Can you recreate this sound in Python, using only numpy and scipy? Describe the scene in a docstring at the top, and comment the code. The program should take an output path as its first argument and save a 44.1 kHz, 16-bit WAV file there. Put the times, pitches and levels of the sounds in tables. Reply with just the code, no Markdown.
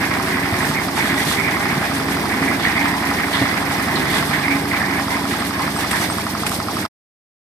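"""A concrete mixer turns wet gravel in its steel drum on a building site.
The stones tumble, knock on the wall, slide off the blades and spill over the rim, making the steel ring.
A one-cylinder diesel drives it, thudding and ticking in every cycle. The drum groans on a wavering low
note that swells now and then, and a roller squeaks. Near the end a shovel scrapes through gravel nearby.
Everything cuts off shortly before seven seconds."""
import sys
import numpy as np
from scipy import signal
from scipy.fft import rfft, irfft, next_fast_len
from scipy.io import wavfile
from scipy.ndimage import map_coordinates

SR = 44100
rng = np.random.default_rng(int(sys.argv[2]) if len(sys.argv) > 2 else 0)


def to_wav(s):
    """Save 16-bit WAV."""
    ch = np.atleast_2d(s).T  # columns
    pcm = np.round(np.clip(ch, -1, 1) * 32767)  # PCM
    wavfile.write(sys.argv[1], SR, pcm.astype(np.int16))


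N = 328986
TIME = np.arange(N) / SR


def amp(db):
    """Turn decibels into a number to multiply by."""
    return 10 ** (np.asarray(db) / 20)


def unit(x):
    """Scale a sound to an average (rms) strength of 1."""
    return x / np.sqrt(np.mean(x ** 2) + 1e-20)


def along(points, hz):
    """Read between the rows of a (pitch_hz, value) table, on a log scale of pitch."""
    pitches, values = np.transpose(points)
    return np.interp(np.log(hz + 1), np.log(pitches + 1), values)


def curve(points):
    """Join (time_s, value) rows with straight lines, one value per sample."""
    return np.interp(TIME, *np.transpose(points))


def wobble(rate):
    """A smooth curve through `rate` random values a second."""
    values = rng.standard_normal(int(N * rate / SR) + 4)
    coarse = TIME[::64]
    return np.interp(TIME, coarse, map_coordinates(values, [coarse * rate]))


def burst(age, attack_s, decay_s):
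    """The loudness of a hit: a quick rise, then a dying away."""
    age = np.maximum(age, 0)
    return (1 - np.exp(-age / attack_s)) * np.exp(-age / decay_s) * (1 + 2 * attack_s / decay_s)


def swell(peak_s, half_length_s):
    """A smooth, bell-shaped rise and fall."""
    return np.exp(-((TIME - peak_s) / half_length_s) ** 2)


def batch(start_s, length_s, attack_s, release_s):
    """The loudness of a batch of stones: it builds, holds and peters out."""
    age = TIME - start_s
    return np.clip(age / attack_s, 0, 1) * np.exp(-np.maximum(age - length_s, 0) / release_s)


def filtered(x, response):
    """Multiply each frequency f in a sound by response(f)."""
    size = next_fast_len(N + SR // 4, True)
    return irfft(rfft(x, size) * response(np.fft.rfftfreq(size, 1 / SR)), size)[..., :N]


def colour(points):
    """A filter shape drawn from (pitch_hz, gain_db) rows."""
    return lambda f: amp(along(points, f))


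def resonance(hz, width):
    """A filter shape that peaks at one pitch, applied twice for steep sides."""
    return lambda f: (1j * f * width / (hz * hz - f * f + 1j * f * width)) ** 2


def resonate(x, hz, sharpness):
    """Make a short noise ring around one pitch, at strength 1."""
    b, a = signal.iirpeak(hz, sharpness, SR)
    return unit(signal.lfilter(b, a, signal.lfilter(b, a, x)))


# How alike left and right are (1 = the same): pitch_hz, likeness
LIKENESS = [(60, 0.89), (200, 1), (400, 0.66), (700, 0.71), (1400, 0.36), (2200, 0.44), (4000, 0.17),
            (12000, 0.16)]
def spread(pair, response):
    """Turn two unrelated noises into filtered stereo of strength 1, most alike in the bass."""
    def shares(f):
        angle = np.arccos(np.clip(along(LIKENESS, f), -1, 1)) / 2
        return response(f) * np.array([np.cos(angle), np.sin(angle)])
    mid, side = filtered(pair, shares)
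    return unit(np.array([mid + side, mid - side]))


def rush(response):
    """Smooth, filtered stereo noise of strength 1."""
    return spread(rng.standard_normal((2, N)), response)


def stones(per_s, scatter_db, decay_s):
    """Stones of uneven size hit at random moments, each a tiny burst of noise."""
    hits = (rng.random(N) < per_s / SR) * amp(scatter_db * np.minimum(rng.exponential(size=N), 3))
    power = signal.lfilter([1], [1, -np.exp(-2 / (decay_s * SR))], hits ** 2)
    return np.sqrt(power) * rng.standard_normal((2, N))


def steel(spacing_hz):
    """A bumpy filter shape: the drum rings at many pitches close together."""
    bumps_db = 2.3 * rng.standard_normal(size=1024)
    return lambda f: amp(np.interp(f / spacing_hz, np.arange(len(bumps_db)), bumps_db))


def on_steel(hits, tone, metal):
    """Give hits a tone colour and the ring of the metal, in stereo."""
    return spread(hits, lambda f: colour(tone)(f) * metal(f))


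# Tone of the blade's clack, and of fine grit (also in spills): pitch_hz, gain_db
BLADE_TONE = [(500, -24.5), (1200, -11), (2000, -4.5), (3500, -15.5), (6000, -22), (9000, -12.5),
              (15000, -31.5)]
GRIT_TONE = [(3000, 1), (5500, 1), (7100, -3), (8500, 3), (10300, -1), (12300, -0.5), (15000, -14.5)]
# Shovel strokes: start_s, strike_db, scrape_db, length_s
SHOVEL_STROKES = [(5.302, -31, -47, 0.091), (5.91, -15, -30, 0.11), (6.464, -14, -25.5, 0.12),
                  (6.786, -28, -34, .05)]
def shovel():
    """The blade clacks on the gravel and grinds on through it."""
    strike, scrape = np.zeros((2, N))
    for start, strike_db, scrape_db, length in SHOVEL_STROKES:
        strike += amp(strike_db) * burst(TIME - start, attack_s=.0015, decay_s=.008)
        position = 2 * (TIME - start) / length - 1  # -1 to 1 during the stroke
        scrape += amp(scrape_db) * np.sqrt(np.clip(1 - position ** 2, 0, 1))
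    clack = rush(colour(BLADE_TONE))
    grind = spread(stones(1300, 1.16, .0009), colour(GRIT_TONE))
    return strike * clack + scrape * grind


# Chirps of a roller: peak_s, level_db
ROLLER_CHIRPS = [(.34, -43), (.635, -35.5), (1.15, -38), (1.3, -40), (1.43, -40), (2.88, -35.5),
                 (3.62, -42), (4.41, -39), (5.40, -35), (5.775, -32.5), (5.925, -30.5), (6.115, -30)]
def roller(pitch_hz=8480, waver_hz=130, gain_db=1.5):
    """A roller whispers unevenly and gives a thin squeak now and then."""
    chirps = sum(amp(db + gain_db) * swell(peak, half_length_s=.016) for peak, db in ROLLER_CHIRPS)
    whisper = amp(-63 + 5.3 * wobble(18))
    pitch = pitch_hz + waver_hz * wobble(120)
    tone = np.sqrt(2) * np.sin(2 * np.pi * np.cumsum(pitch) / SR)
    return chirps * tone + whisper * rush(resonance(pitch_hz, 250))


def last_hit(cycle, speed, place):
    """For a hit at `place` (0 to 1) in each engine cycle: its number and the seconds since it."""
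    count, fraction = np.divmod(cycle - place + 1, 1)
    return count.astype(int), fraction / speed


# Tones in the engine's hum: multiple_of_cycle_rate, level_db
ENGINE_HUM = [(6, -40.5), (7, -52), (8, -38), (9, -50), (10, -40), (13, -45), (15, -43), (27, -47),
              (29, -45), (35, -48), (38, -49), (69, -48)]
# Gusts of exhaust and intake: place_in_cycle, pitch_hz, level_db, decay_s
GAS_PUFFS = [(.14, 178, -20.5, .007), (.19, 207, -21, .008), (.535, 208, -30, .014),
             (.82, 186, -25.5, .011), (.885, 370, -27, .009), (.925, 328, -24, .008)]
def exhaust(cycle, speed, hum_db=-1, throb_place=.2, low_cut_hz=105):
    """The engine hums, and each gust of gas thuds in the pipes, never twice quite alike."""
    angle = 2 * np.pi * (cycle - throb_place)
    hum = sum(amp(db + hum_db + wobble(15)) * np.cos(multiple * angle) for multiple, db in ENGINE_HUM)
    puffs = np.zeros(N)
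    for place, hz, db, decay in GAS_PUFFS:
        count, age = last_hit(cycle, speed, place)
        strength, detune = rng.standard_normal(size=(2, 128))[:, count]
        tone = np.sin(2 * np.pi * hz * (1 + .005 * detune) * age)
        puffs += amp(db + .7 * strength) * burst(age, .001, decay) * tone
    puffs = filtered(puffs, lambda f: 1 - 1 / (1 + (f / low_cut_hz) ** 8))
    return np.sqrt(2) * (puffs - hum)


# Metal notes rung in each cycle: place_in_cycle, pitch_hz, level_db, decay_s
KNOCK_NOTES = [(.31, 5400, -31.5, .0016), (.315, 4910, -27, .0023), (.316, 1090, -26.5, .0065),
               (.316, 1240, -26, .0065), (.315, 1160, -25, .0025), (.318, 1370, -30, .004),
               (.37, 825, -30.5, .014), (.56, 860, -30, .008), (.2, 677, -35.5, .032),
               (.125, 5100, -39, .002)]
def knock(cycle, speed):
    """The fuel injector pings and the engine block knocks at every firing."""
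    out = np.zeros((2, N))
    for place, hz, db, decay in KNOCK_NOTES:
        count, age = last_hit(cycle, speed, place)
        strength, detune, shift, skew = rng.standard_normal(size=(4, 128))[:, count]
        phase = .4 * shift + np.array([skew, -skew]) / 3  # not the same left and right
        ring = np.sqrt(2) * np.sin(2 * np.pi * hz * (1 + .006 * detune) * age + phase)
        out += amp(db + .6 * strength) * burst(age, .0005, decay) * ring
    return out


# Ticks of valves and rattling covers: place_in_cycle, pitch_hz, base_width_hz, level_db, decay_s
VALVE_TICKS = [(.39, 870, 400, -35, .014), (.559, 832, 250, -33.5, 0.0084), (.6, 5140, 1990, -32.5, 0.013),
               (.72, 4547, 2200, -32.5, .0081), (.83, 13000, 2507, -34, .007), (.97, 8800, 2000, -36, .012),
               (.125, 13000, 2990, -37.5, .004), (.62, 10500, 4000, -36, .016)]
def clatter(cycle, speed, scatter_db=2):
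    """Each moving part strikes at its own place in the cycle, harder or softer every time."""
    out = np.zeros((2, N))
    for place, hz, width, db, decay in VALVE_TICKS:
        count, age = last_hit(cycle, speed, place)
        strength_db = scatter_db * rng.standard_normal(size=128)[count]
        out += amp(db + strength_db) * burst(age, .00027, decay) * rush(resonance(hz, 1.16 * width))
    return out


# Speed of the four-stroke engine: time_s, cycles_per_s
ENGINE_SPEED = [(0, 11.67), (1.7, 11.66), (3, 11.68), (4.9, 11.67), (5.3, 11.72), (5.8, 11.85),
                (6.2, 11.95), (6.9, 12.0)]
# The knock grows louder near the end, and the clatter more so: time_s, boost_db
KNOCK_BOOST = [(0, 0), (5.2, 0), (6.1, 1.4), (6.9, 1.7)]
# Tone of the fan and engine block: pitch_hz, gain_db
FAN_TONE = [(20, -61.5), (45, -29), (65, -10.5), (130, -12), (260, -6.5), (370, -16), (500, -11), (700, -7),
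            (1200, -11.5), (2000, -16), (3000, -22), (5200, -17), (7000, -31.5), (8500, -21.5),
            (10300, -27.5), (12500, -25), (15000, -35.5)]
def engine():
    """The diesel thuds, knocks and ticks in step, over the steady rush of its fan and block."""
    speed = curve(ENGINE_SPEED)
    boost_db = curve(KNOCK_BOOST)
    cycle = np.cumsum(speed) / SR  # cycles run so far
    fan = amp(-29 + .87 * wobble(11)) * rush(colour(FAN_TONE))
    thuds = exhaust(cycle, speed)
    knocks = amp(boost_db) * knock(cycle, speed)
    ticks = amp(1.42 * boost_db) * clatter(cycle, speed)
    return fan + thuds + knocks + ticks


# Low notes of the rubbed drum: peak_s, level_db, pitch_hz, half_length_s
DRUM_HUMS = [(.27, -31, 371, .1), (.53, -31.5, 364, 0.18), (.69, -34, 147, .1), (1.397, -32.5, 390, 0.063),
             (2.0, -34, 150, .049), (3.737, -31, 149.5, .06), (4.37, -32, 147.6, 0.14),
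             (4.92, -36, 370, .08)]
def hums():
    """The sliding load rubs the drum like a bow, so a low note swells and fades."""
    drift = .31 * wobble(20)
    out = np.zeros(N)
    for peak, db, hz, half_length in DRUM_HUMS:
        out += amp(db) * swell(peak, half_length) * np.sin(2 * np.pi * hz * (TIME - peak) + drift)
    return np.sqrt(2) * out


# One stone on the rim: start_s, level_db, pitch_hz
RIM_CLINKS = [(3.956, -19.5, 3870)]
def clinks(width_hz=1100, decay_s=.018):
    """A stone hits the steel rim, which rings briefly."""
    return sum(amp(db) * burst(TIME - start, .001, decay_s) * rush(resonance(hz, width_hz))
               for start, db, hz in RIM_CLINKS)


# Tone of pattering stones: pitch_hz, gain_db
PATTER_TONE = [(800, -13.5), (2000, 3), (2900, -4), (3550, 3), (3800, -2), (4400, -1), (5500, -19),
               (7000, -21.5), (14000, -49.5)]
# Stones spilling out: start_s, length_s, patter_db, hiss_db
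STONE_SPILLS = [(0.95, 0.37, -29, -32), (1.157, 0.13, -31, -31.5), (2.584, 0.069, -28, -41),
                (2.76, 0.14, -31, -32.5), (3.315, 0.044, -23, -33.5), (3.92, 0.15, -32, -35),
                (4.075, 0.079, -25.5, -31.5), (4.28, 0.069, -28, -41.5), (5.283, 0.039, -27.5, -33.5),
                (5.779, 0.23, -32.5, -31.5)]
def spills(trickle_patter_db=-36, trickle_hiss_db=-35.5):
    """Loose stones patter over the drum's mouth: a constant trickle and larger portions."""
    patter_power, hiss_power = amp(trickle_patter_db) ** 2, amp(trickle_hiss_db) ** 2
    for start, length, patter_db, hiss_db in STONE_SPILLS:
        flow = batch(start, length, attack_s=.018, release_s=.11)
        patter_power += (amp(patter_db) * flow) ** 2
        hiss_power += (amp(hiss_db) * flow) ** 2
    clumps_db = 3 * wobble(22.08)
    metal = steel(spacing_hz=59.87)
    patter = amp(clumps_db / 2) * on_steel(stones(700, 2.6, .006), PATTER_TONE, metal)
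    hiss = amp(clumps_db) * on_steel(stones(600, .94, .011), GRIT_TONE, metal)
    return np.sqrt(patter_power) * patter + np.sqrt(hiss_power) * hiss


# Moments when the steel rings: peak_s, level_db, pitch_hz, half_length_s
STEEL_RINGS = [(0.982, -22, 866, 0.013), (2.86, -28, 900, .08), (2.967, -27.5, 990, 0.14),
               (5.14, -28.5, 978, 0.091), (5.623, -25.5, 1050, 0.05), (5.96, -29.5, 940, .04)]
def rings(sharpness=11):
    """Stones rolling on the steel make it ring around one pitch."""
    out = np.zeros((2, N))
    grit = spread(stones(710, 1.9, .0027), np.ones_like)
    for peak, db, hz, half_length in STEEL_RINGS:
        near = slice(max(round((peak - 3 * half_length) * SR), 0), round((peak + 3 * half_length) * SR))
        out[:, near] += amp(db) * swell(peak, half_length)[near] * resonate(grit[:, near], hz, sharpness)
    return out


# Tone of rasping stones: pitch_hz, gain_db
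RASP_TONE = [(800, -24.5), (1500, -2.5), (2400, -1.5), (2750, -16.5), (5000, -34.5)]
# Stones dragging over a mixing blade: start_s, length_s, level_db, pitch_hz
BLADE_SCRAPES = [(0.103, 0.032, -25.5, 2080), (0.284, 0.15, -26.5, 1980), (0.533, .025, -23.5, 2060),
                 (.6, 0.037, -27, 2000), (0.743, .045, -22.5, 2150), (1.0, .035, -23, 2100),
                 (1.09, 0.036, -25, 2000), (1.17, .05, -23, 1950), (1.366, 0.041, -20, 2150),
                 (1.43, .06, -23, 2250), (1.52, .04, -23.5, 2050), (1.602, .09, -24.5, 2030),
                 (2.315, 0.048, -26.5, 2000), (2.42, .015, -23.5, 1900), (2.468, 0.044, -21.5, 2100),
                 (2.639, 0.035, -19, 1950), (2.754, .055, -19.5, 2150), (2.858, 0.083, -25.5, 1950),
                 (3.02, 0.051, -24.5, 2000), (3.18, 0.062, -24.5, 2050), (3.384, 0.083, -25.5, 2000),
                 (3.481, .035, -23, 1950), (4.05, 0.049, -26, 2000), (4.32, 0.043, -22.5, 1900),
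                 (4.432, 0.057, -23, 2200), (4.499, 0.035, -21, 2280), (4.702, 0.047, -24, 2100),
                 (4.797, 0.049, -22, 1870), (4.88, .08, -26, 2000), (5.092, 0.058, -27.5, 2000),
                 (5.632, 0.055, -29, 1900), (5.932, 0.049, -22.5, 1800)]
def scrapes(sharpness=4.1, gain_db=-.5):
    """Stones catch on a blade, judder across it with a rasp and let go."""
    out = np.zeros((2, N))
    grit = spread(stones(650, 1.3, .0035), colour(RASP_TONE))
    for start, length, db, hz in BLADE_SCRAPES:
        near = slice(round(start * SR), round((start + length) * SR) + SR // 10)
        loudness = amp(db + gain_db) * batch(start, length, attack_s=.0079, release_s=.022)
        out[:, near] += loudness[near] * resonate(grit[:, near], hz, sharpness)
    return out


# Notes of the struck drum wall: pitch_hz, level_db, decay_s
WALL_NOTES = [(205, -7, .005), (280, -1.5, .011), (367, -12.5, .004), (550, -11, .008), (665, -10, .011)]
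# Heavy lumps falling: start_s, boom_db, boom_hz, knock_db
FALLING_LUMPS = [(0.526, -16.5, 109, -23), (1.261, -16, 147, -33), (1.774, -17, 157, -28),
                 (3.415, -14, 120, -10), (6.787, -23, 147.8, -26.5)]
def lumps(low_cut_hz=60):
    """A heavy lump lands: the wall knocks and the loaded drum gives a short, dull boom."""
    out = np.zeros(N)
    age = np.arange(SR // 5) / SR
    wall = sum(amp(db) * burst(age, .001, decay) * np.sin(2 * np.pi * hz * age)
               for hz, db, decay in WALL_NOTES)
    for start, boom_db, hz, knock_db in FALLING_LUMPS:
        boom = burst(age, attack_s=.0054, decay_s=.0087) * np.sin(2 * np.pi * hz * age)
        out[round(start * SR):][:len(age)] += np.sqrt(2) * (amp(boom_db) * boom + amp(knock_db) * wall)
    return filtered(out, lambda f: f ** 4 / (f ** 4 + low_cut_hz ** 4))


# The note the drum groans on: time_s, pitch_hz
GROAN_NOTE = [(0, 276.5), (1.2, 274.4), (2.1, 276), (2.42, 270), (2.85, 277.4), (4.58, 278.6),
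              (4.72, 290.2), (4.9, 278.6), (5.9, 277.8), (6.08, 305)]
# Moments when the groan swells: peak_s, level_db, half_length_s
GROAN_SWELLS = [(0.413, -29, 0.075), (.9, -31.5, 0.21), (1.157, -24, 0.056), (1.46, -26, 0.033),
                (1.958, -23.5, 0.061), (2.085, -23, 0.031), (2.433, -20.5, 0.076), (2.82, -24, 0.06),
                (3.098, -26, 0.053), (3.27, -26, 0.046), (3.425, -23.5, 0.032), (4.525, -18.5, 0.071),
                (4.66, -25, 0.13), (5.013, -25.5, 0.18), (5.288, -28, 0.044), (5.701, -30.5, 0.44),
                (6.045, -30.5, 0.056)]
def groan(load_db, gain_db=-2, overtone_db=-17, waver_radians=.38):
    """The drum groans on a wavering low note that swells now and then."""
    steady = amp(load_db - 6)
    swell_power = sum((amp(db) * swell(peak, half_length)) ** 2 for peak, db, half_length in GROAN_SWELLS)
    loudness = np.sqrt(steady ** 2 + swell_power)
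    phase = 2 * np.pi * np.cumsum(curve(GROAN_NOTE)) / SR + waver_radians * wobble(22)
    tone = np.sqrt(2) * (np.sin(phase) + amp(overtone_db) * np.sin(3 * phase))
    return loudness * amp(gain_db + 1.2 * wobble(25)) * tone


# Tone of the rumble, the knocks on the wall and the sliding: pitch_hz, gain_db
RUMBLE_TONE = [(25, -66), (50, -45), (100, -16.5), (130, -2), (150, 6), (180, -3.5), (240, 2), (305, 0),
               (340, 1), (380, 0), (480, -8.5), (800, -41)]
WALL_TONE = [(300, -51), (500, -13.5), (650, -0.5), (830, 1), (930, 0), (1080, 1), (1400, -8), (2000, -4),
             (2800, -33), (5000, -51)]
SLIDE_TONE = [(900, -33.5), (1400, -9), (1750, -5), (2050, -3.5), (2300, -6), (2600, -14), (3200, -17.5),
              (6000, -33)]
# Batches of gravel leaving the blades: start_s, length_s, level_db
GRAVEL_SLIDES = [(0, 0.66, -25.5), (0.726, 0.12, -26), (0.97, 0.27, -24), (1.321, 0.23, -25),
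                 (1.59, 0.26, -26), (2.29, 0.25, -25), (2.63, 0.26, -24.5), (2.97, 0.4, -26.5),
                 (3.332, 0.27, -25.5), (3.637, 0.12, -25), (3.854, 0.088, -24), (3.996, 0.2, -24.5),
                 (4.29, .28, -25.5), (4.713, 0.293, -24), (5.1, 0.069, -26.5), (5.305, 0.11, -27.5),
                 (5.53, 0.13, -26.5), (5.772, 0.071, -26), (5.923, 0.11, -27)]
def drum(load_db):
    """Wet gravel rumbles, knocks on the wall and slides all the time, with louder batches on top."""
    batches = np.sqrt(sum((amp(db) * batch(start, length, attack_s=.0054, release_s=.044)) ** 2
                          for start, length, db in GRAVEL_SLIDES))
    metal = steel(spacing_hz=28)
    rumble = amp(load_db - 1.47 + 1.5 * wobble(8)) * rush(colour(RUMBLE_TONE))
    knock_level = np.hypot(amp(load_db + 1), batches) * amp(-4)
    knocks = on_steel(stones(per_s=900, scatter_db=2.5, decay_s=.0049), WALL_TONE, metal)
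    slide_level = np.hypot(amp(load_db - 1.5), batches) * amp(-2 + 2 * wobble(22.01))
    slides = on_steel(stones(per_s=900, scatter_db=1.9, decay_s=.0076), SLIDE_TONE, metal)
    return rumble + knock_level * knocks + slide_level * slides


# How loudly the load tumbles; the groan follows it too: time_s, level_db
LOAD_LEVEL = [(0, -25.5), (.8, -28), (1.4, -27), (2.2, -25), (2.8, -26), (3.3, -27), (3.9, -25.5),
              (4.5, -27.5), (5.1, -29.5), (5.8, -30), (6.15, -32), (6.7, -34), (6.82, -30)]
# How much louder the left side is: pitch_hz, left_minus_right_db
LEFT_LOUDER = [(60, -1), (110, -1), (200, -1.5), (380, -2.5), (700, 2.5), (1290, -5.5), (2380, -4.5),
               (4400, -4), (8120, -0.5), (15000, 2)]
# How far ahead the left side is: pitch_hz, lead_radians
LEFT_LEAD = [(60, 0), (700, .15), (1700, .4), (2800, 2.6), (5000, 5.1), (8500, 7.9), (15000, 15)]
def scene():
    """Mixer and shovel together, reaching the left ear a little earlier and with a different tone."""
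    load_db = curve(LOAD_LEVEL)
    site = engine() + groan(load_db) + drum(load_db)
    site += scrapes() + rings() + hums() + spills() + clinks() + lumps() + roller() + shovel()
    sides = np.array([[.5], [-.5]])
    def placement(f):
        return amp(sides * along(LEFT_LOUDER, f)) * np.exp(1j * sides * along(LEFT_LEAD, f))
    return filtered(site, placement)


def record(dry, cut_s=6.862, top_hz=15150):
    """Stop the sound abruptly and remove the very highest treble."""
    fade_db = np.interp(TIME - cut_s, [0, .003, .02, .035], [-.5, -14, -34.5, -140])
    return filtered(dry * amp(fade_db), lambda f: 1 / (1 + (f / top_hz) ** 200))


dry = scene()
out = record(dry)
to_wav(out)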